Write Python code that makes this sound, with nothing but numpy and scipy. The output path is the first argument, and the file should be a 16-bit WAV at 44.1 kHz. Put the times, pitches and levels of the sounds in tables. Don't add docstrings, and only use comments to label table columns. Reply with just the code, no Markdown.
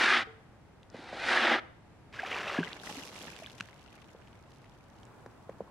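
import sys
import numpy as np
from scipy import signal
from scipy.fft import rfft, irfft
from scipy.io import wavfile
from scipy.ndimage import uniform_filter1d

SR = 44100
rng = np.random.default_rng(int(sys.argv[2]) if len(sys.argv) > 2 else 0)


def file_out(sig):
    cols = np.atleast_2d(sig).T
    lim = np.clip(cols, -1, 1)
    pcm = np.round(lim * 32767).astype(np.int16)
    wavfile.write(sys.argv[1], SR, pcm)


N = 251370
T = np.arange(N) / SR
FREQS = np.fft.rfftfreq(N, 1 / SR)
SIDES = np.array([[1], [-1]])


def amp(db):
    return 10 ** (np.asarray(db) / 20)


def gains(rows):
    s, *columns = np.transpose(rows)
    return [amp(np.interp(T, s, column)) for column in columns]


def colour(x, points):
    hz, db = np.transpose(points)
    size = 4096
    grid_hz = np.fft.rfftfreq(size, 1 / SR)
    curve_db = np.interp(np.log(grid_hz + 1), np.log(hz), db)
    cepstrum = irfft(np.log(amp(curve_db)))
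    cepstrum[1:size // 2] *= 2
    cepstrum[size // 2 + 1:] = 0
    response = irfft(np.exp(rfft(cepstrum)))
    return irfft(rfft(x) * rfft(response, N), N)


def unit(x, band=(20, 20000)):
    inside = (FREQS > band[0]) & (FREQS < band[1])
    return x / np.sqrt(np.mean(irfft(rfft(x) * inside, N) ** 2))


def resonate(x, hz, width_hz):
    b, a = signal.iirpeak(hz, hz / min(width_hz, SR / 4), fs=SR)
    return signal.lfilter(b, a, x)


def walk(rate):
    k = int(SR / rate)
    steps = np.repeat(rng.standard_normal(N // k + 1), k)
    return 1.3 * uniform_filter1d(uniform_filter1d(steps, k), k)[:N]


def impacts(rate, spread_db):
    size = amp(spread_db * np.minimum(rng.standard_exponential(N), 4))
    return (rng.random(N) < rate / SR) * rng.choice([-1, 1], N) * size


def ping(hz, cycles, glide=0):
    samples = np.arange(int(10 * cycles / hz * SR))
    age = samples / SR * hz / cycles
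    return age * np.exp(1 - age) * np.sin(2 * np.pi * cycles * age * (1 + glide * age / 10))


def add(track, s, sound):
    i = max(int(s * SR), 0)
    track[..., i:i + sound.shape[-1]] += sound[..., :max(N - i, 0)]


def bubbles(low_hz, high_hz, cycles, spread_db, count):
    out = np.zeros(N)
    for when, pitch, life, size in rng.random((count, 4)):
        gain = amp(-spread_db * np.log(size + .04))
        hz = low_hz * (high_hz / low_hz) ** pitch
        add(out, when * N / SR, gain * ping(hz, cycles * (.5 + life), glide=0.18))
    return unit(out)


def splats(rate):
    hits = impacts(rate, spread_db=5.3) / np.sqrt(rate)
    keep = np.exp(-1 / (.001 * SR))
    burst = np.sqrt(signal.lfilter([1 - keep], [1, -keep], hits ** 2))
    return unit(hits + burst * rng.standard_normal(N))


def spread(make, width):
    return make() + SIDES * colour(make(), width)


def ramp(start_s, end_s):
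    return np.clip((T - start_s) / max(end_s - start_s, 1 / SR), 0, 1)


RELEASE_S = 0.0055


def contact(start_s, end_s, attack_s):
    return np.exp(-np.maximum(start_s - T, 0) / attack_s - np.maximum(T - end_s, 0) / RELEASE_S)


# pitch_hz [Hz], level_db [dB]
AIR_SPECTRUM = [(20, -20), (40, -7), (70, -2.5), (110, 1.5), (165, -4.5), (290, -9.5), (500, -13.5),
                (850, -13.5), (1100, -19), (2000, -23.5), (3200, -32), (5000, -37.5), (11000, -46),
                (15000, -61)]
AIR_DB = -57.5
# start_s [s], level_db
# [dB]
BREEZE_LEVELS = [(0, -67.5), (2.1, -72), (2.2, -58), (4.8, -64), (5.2, -57.5), (5.7, -61)]
# pitch_hz [Hz], level_db [dB]
BREEZE_SPECTRUM = [(100, -15.5), (200, 1.5), (450, -3), (900, -2), (1500, -8.5), (3000, -33.5),
                   (8000, -31.5), (15000, -40.5)]
# pitch_hz [Hz], level_db [dB]
AIR_SIDE = [(30, -16), (110, -10.5), (400, -4.5), (1000, -9), (3000, 0), (15000, 2)]


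def air():
    far = spread(lambda: unit(colour(rng.standard_normal(N), AIR_SPECTRUM)), AIR_SIDE)
    breeze = spread(lambda: unit(colour(rng.standard_normal(N), BREEZE_SPECTRUM)), AIR_SIDE)
    waver = amp(.8 * walk(5))
    return far * amp(AIR_DB + .5 * walk(5.48)) + breeze * gains(BREEZE_LEVELS)[0] * waver


def outdoors(x, wet_db, t60):
    decay = amp(-60 * T / t60) * (1 - np.exp(-T / .015))
    tail = rng.standard_normal((2, N)) * decay
    tail = colour(tail, [(100, -4), (600, -0.5), (2000, -5.5), (4000, -9.5), (9000, -8)])
    tail = tail / np.sqrt(np.sum(tail ** 2) / 2)
    return x + amp(wet_db) * signal.fftconvolve(x.mean(0)[None], tail, axes=1)[:, :N]


# start_s [s], level_db [dB], pitch_hz [Hz], swell [cycles]
DULL_BLOWS = [(.944, -43, 242, 1.4), (.944, -37.5, 490, 0.83), (.988, -43, 300, 1.3),
              (1.128, -33.5, 610, 1), (2.5868, -19, 254, 0.67), (2.598, -30, 174, 1.66),
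              (2.601, -31.5, 391, 1.4), (3.604, -37.5, 194, 0.27), (4.148, -42.5, 470, 0.63),
              (5.261, -39, 453, 0.46), (5.271, -57, 273, 0.74), (5.493, -32, 523, 0.66),
              (5.6053, -27, 505, 0.51)]


def knocks():
    out, t = np.zeros(N), T[:2048]
    for s, db, hz, cycles in DULL_BLOWS:
        add(out, s, amp(db) * ping(hz, cycles))
        thump = ping(194, cycles=1.0)
        add(out, s, amp(db - 13.0) * thump)
        rebound = ping(hz, cycles=1.1)
        add(out, s + .011, amp(db - 19) * rebound)
        grit = resonate(rng.standard_normal(len(t)) * np.exp(-t / 0.0059), 1050, 500)
        add(out, s, amp(db - 5) * grit)
    out = colour(out, [(50, -48), (110, -0.5), (170, -1.5), (950, 4.0), (1800, -6), (5000, -22)])
    return np.array([out, out])


# start_s [s], level_db [dB], pitch_hz [Hz], left_minus_right_db [dB]
SHARP_TICKS = [(.831, -48.5, 3400, 4), (.901, -50, 5200, 12), (2.869, -36, 2470, -7),
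               (2.925, -37, 5170, -9), (3.074, -35, 2650, 5), (3.161, -38, 3140, -6),
               (3.364, -37, 2940, -3), (3.499, -41, 3530, 5), (3.582, -38, 2980, 8),
               (3.6008, -36.5, 2810, -16), (3.608, -25, 2800, 6), (3.687, -44.5, 1780, 0),
               (3.98, -51, 1320, 0), (4.024, -50, 2020, 0), (4.274, -47, 3020, -1), (4.519, -48, 4100, 3),
               (4.56, -50, 3700, 0), (4.643, -51, 2110, 0), (5.032, -49.5, 3500, -10),
               (5.053, -48, 6540, -1), (5.262, -44, 1690, 3), (5.496, -48.5, 1870, 0)]


def ticks():
    out, t = np.zeros((2, N)), T[:1024]
    for s, db, hz, pan_db in SHARP_TICKS:
        gain = amp(db + SIDES * pan_db / 2)
        crack = resonate(rng.standard_normal(len(t)) * np.exp(-t / .0016), hz, 2400)
        add(out, s, gain * ping(hz, cycles=0.99))
        add(out, s, gain * amp(0.5) * crack / np.abs(crack).max())
    return colour(out, [(500, -18), (1000, 7), (1400, -0.5), (8000, -5.5), (15000, -26)])


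EMPTY_S = 2.575
# crest_s [s], rise_s [s], spatter_db [dB], droplets_db [dB], soil_db [dB]
SURGES = [(2.38, 0.23, -65, -72, -49), (2.64, 0.017, -62, -47, -51), (2.898, 0.11, -50.5, -47.5, -48.5),
          (3.229, 0.17, -56.5, -48.5, -52), (3.88, 0.067, -80, -63, -75), (4.53, .1, -75, -74.5, -77)]
DRAIN_DB_PER_S = 37
# one level each for spatter, droplets and soil [dB]
DRIP_LEVELS = (-72, -64.5, -72)
DRIPS_S, DRYING_DB_PER_S = 3.49, 6


def overflow():
    drips = ramp(EMPTY_S, DRIPS_S) * amp(-DRYING_DB_PER_S * np.maximum(T - DRIPS_S, 0))
    power = np.outer(amp(DRIP_LEVELS), drips) ** 2
    for crest_s, rise_s, *levels_db in SURGES:
        drain = amp(-DRAIN_DB_PER_S * np.maximum(T - crest_s, 0))
        surge = ramp(crest_s - rise_s, crest_s) * drain
        power = power + np.outer(amp(levels_db), surge) ** 2
    return np.sqrt(power)


# pitch_hz [Hz], level_db [dB]
SPATTER_SPECTRUM = [(1500, -29), (3500, 2), (6000, 3.5), (8000, -4), (10000, -4.5), (12500, -9),
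                    (15000, -21)]
# pitch_hz [Hz], level_db [dB]
DROPLET_SPECTRUM = [(600, -26), (1400, -5.5), (2800, 0), (4200, -7), (8000, -17), (15000, -46)]
# pitch_hz [Hz], level_db [dB]
SOIL_SPECTRUM = [(90, -31), (160, 7), (260, 3), (480, 4), (780, 1), (1200, -0.5), (2200, -25), (4000, -71)]


def runoff():
    spatter_gain, droplet_gain, soil_gain = overflow()
    rate = 130 + 2000 * spatter_gain / spatter_gain.max()
    sides = []
    for side_db in (-1, 1):
        spray = unit(colour(splats(rate), SPATTER_SPECTRUM), (4500, 14000))
        drops = splats(rate) + .6 * bubbles(1200, 4200, cycles=1.2, spread_db=5.5, count=1100)
        drops = unit(colour(drops, DROPLET_SPECTRUM), (1400, 4000))
        sides.append(amp(side_db) * spray * spatter_gain + drops * droplet_gain)
    soil_width = [(200, -41), (1500, -14)]
    soil = spread(lambda: unit(colour(impacts(rate=700, spread_db=3.5), SOIL_SPECTRUM)), soil_width)
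    return np.array(sides) + soil * soil_gain


POUR_S, TIPPING_S = 2.129, 0.2
FIRST_WATER_DB, TRAIL_OFF_DB_PER_S = -9.5, 124
SPLASH_DB, GURGLE_DB = -39.5, -41.5
POOLING_DB_PER_S = 15


def stream():
    flow_db = FIRST_WATER_DB * (1 - ramp(POUR_S, POUR_S + TIPPING_S))
    flow_db = flow_db - TRAIL_OFF_DB_PER_S * np.maximum(T - EMPTY_S, 0)
    shallow_db = -POOLING_DB_PER_S * np.maximum(EMPTY_S - T, 0)
    levels_db = [SPLASH_DB + flow_db, GURGLE_DB + flow_db + shallow_db]
    return contact(POUR_S, T[-1], attack_s=0.0019) * amp(levels_db)


# pitch_hz [Hz], level_db [dB]
SPLASH_SPECTRUM = [(80, -38), (400, -7), (800, -19), (1100, -12), (1400, -6.5), (1800, -4.5), (2700, -4),
                   (4100, -14.5), (5800, -18), (7500, -26.5), (10000, -34), (15000, -45)]
# start_s [s], level_db [dB], pitch_hz [Hz], swell [cycles]
LARGE_PLOPS = [(2.191, -28, 1640, 4.1), (2.232, -29, 750, 2.6), (2.352, -34, 1170, 1.2),
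               (2.479, -29.5, 2640, 2.9), (2.548, -26, 1113, 0.9), (2.581, -29, 1650, 5.4),
               (2.6305, -27, 1570, 2.6), (2.673, -34.5, 1980, 3.3), (2.731, -26, 3600, 0.7),
               (2.892, -37, 830, 3.3), (2.969, -40, 272, 2.3), (3.421, -39.5, 650, 2),
               (3.444, -39, 2380, 1.8), (3.462, -32, 3310, 1.5), (3.607, -32.5, 1510, 1.6),
               (5.677, -47, 1040, 1.1)]


def pour():
    splash_gain, gurgle_gain = stream()
    fizz = bubbles(900, 4500, cycles=1.8, spread_db=3.4, count=3500)
    spray = unit(impacts(rate=3200, spread_db=4)) + .6 * fizz
    splash = unit(colour(spray, SPLASH_SPECTRUM), (1200, 6000))
    gurgle = bubbles(340, 1400, cycles=.8, spread_db=1.8, count=7000)
    gurgle = unit(colour(gurgle, [(60, -30), (200, -9), (700, 6), (1500, 6.5)]))
    gush = amp(1.2 * walk(90))
    out = gush * (splash * splash_gain + gurgle * gurgle_gain)
    for s, db, hz, cycles in LARGE_PLOPS:
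        add(out, s, amp(db) * ping(hz, cycles, glide=0.02))
    return out


TOUCH_DB, SPEED_UP_POWER, SLOWING_DB = -27, 1.99, -13
SETTLE_S = 0.018
BODY_FOLLOW, HISS_FOLLOW = 0.64, 0.83
BEND_DB_PER_S = 34
PRESS_DB, PRESS_S = 6, 0.057


def stroke(touch_s, full_s, press_s, slowing_s, lift_s, scrape_db, handle_db, wood_db, tips_db):
    speed_db = TOUCH_DB * (1 - ramp(touch_s, full_s) ** SPEED_UP_POWER)
    speed_db = speed_db + SLOWING_DB * ramp(slowing_s, lift_s)
    body_db = BODY_FOLLOW * speed_db + PRESS_DB * np.exp(-((T - press_s) / PRESS_S) ** 2)
    hiss_db = HISS_FOLLOW * speed_db - BEND_DB_PER_S * np.maximum(T - full_s, 0)
    levels_db = [scrape_db + speed_db, handle_db + body_db, wood_db + body_db, tips_db + hiss_db]
    return contact(touch_s, lift_s, SETTLE_S) * amp(levels_db)


# touch_s, full_speed_s, hardest_press_s, slowing_s, lift_s [s],
# scrape_db, handle_thrum_db, wood_rasp_db, tip_hiss_db [dB]
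BRUSH_STROKES = [(-.3, 0.019, 0.0074, 0.17, 0.23, -24.5, -43, -42, -49),
                 (.948, 1.307, 1.504, 1.542, 1.595, -27.5, -41.5, -36.5, -52)]
# pitch_hz [Hz], level_db [dB]
SCRAPE_SPECTRUM = [(80, -57), (350, -26), (700, -16.5), (1020, -10.5), (1250, -3.5), (1600, -2),
                   (2100, -4.5), (2750, -9.5), (3600, -11.5), (4200, -20.5), (5100, -23), (6600, -36),
                   (12000, -84)]
# pitch_hz [Hz], level_db [dB]
TIP_SPECTRUM = [(2500, -25), (3400, 7), (3750, 16.5), (4200, 15), (6000, 4.5), (7300, 0), (9500, -4.5),
                (12000, -22), (16000, -40)]
# pitch_hz [Hz], width_hz [Hz], level_db [dB]
HANDLE_MODES = [(238, 22, 0), (340, 78, 0), (386, 66, -2)]
# pitch_hz [Hz], width_hz [Hz], level_db [dB]
WOOD_MODES = [(525, 77, -2), (660, 56, -2), (777, 154, 7), (890, 63, -5)]
# start_s [s], level_db [dB], pitch_hz [Hz]
TUFT_SNAGS = [(0.058, -19, 1760), (.083, -15, 1670), (0.103, -19.5, 1580), (.1365, -16.5, 1940),
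              (1.29, -21, 1500), (1.3749, -15.5, 1750), (1.470, -15.5, 1850), (1.497, -18, 1560),
              (1.539, -17, 1760), (1.585, -26.5, 1330)]
# pitch_hz [Hz], level_db [dB], t60_s [s]
FERRULE_RINGS = [(447, -47.5, .62), (750, -53, .3), (1384, -57, .35)]
FERRULE_S = 0.27


def brush():
    scrape_gain, handle_gain, wood_gain, tip_gain = sum(stroke(*row) for row in BRUSH_STROKES)
    grip = amp(.7 * walk(170) + .3 * walk(35))
    scrape = colour(impacts(rate=14000, spread_db=2), SCRAPE_SPECTRUM)
    lag = SR * .0022 * (1 + .15 * walk(12))
    reflection = np.interp(np.arange(N) - lag, np.arange(N), scrape)
    scrape = unit(scrape + .3 * reflection, (1000, 5000))
    push = impacts(rate=5500, spread_db=4.0)
    handle = sum(amp(db) * resonate(push, hz, width) for hz, width, db in HANDLE_MODES)
    wood = sum(amp(db) * resonate(push, hz, width) for hz, width, db in WOOD_MODES)
    handle = unit(colour(handle, [(60, -51), (165, -10), (225, 7.5), (420, 4.0), (900, -9.0)]))
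    wood = unit(colour(wood, [(150, -12.5), (480, 5.5), (950, -1.0), (2000, -20.0)]))
    tips = unit(colour(impacts(rate=7000, spread_db=3), TIP_SPECTRUM), (6000, 10000))
    out = grip * (scrape * scrape_gain + handle * handle_gain + wood * wood_gain + tips * tip_gain)
    for s, db, hz in TUFT_SNAGS:
        add(out, s, amp(db) * ping(hz, cycles=1.4))
    for hz, db, t60 in FERRULE_RINGS:
        add(out, FERRULE_S, amp(db - 60 * T / t60) * np.sin(2 * np.pi * hz * T))
    return out


# pitch_hz [Hz], level_db [dB]
BRUSH_SIDE = [(100, -39), (1500, -35.5), (3200, -21), (5000, -13.5), (8000, -5), (15000, 8)]
# pitch_hz [Hz], level_db [dB]
POUR_SIDE = [(100, -27), (1000, -35), (4500, -17), (8000, -11), (15000, -18)]


def scene():
    sweeping = outdoors(spread(brush, BRUSH_SIDE), wet_db=-22, t60=0.55)
    rinsing = outdoors(spread(pour, POUR_SIDE) + runoff() + ticks() + knocks(), wet_db=-35.0, t60=0.92)
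    return sweeping + rinsing + air()


TOP_HZ = 15700


def record(dry):
    return signal.sosfilt(signal.ellip(8, .2, 70, TOP_HZ, fs=SR, output="sos"), dry)


dry = scene()
out = record(dry)
file_out(out)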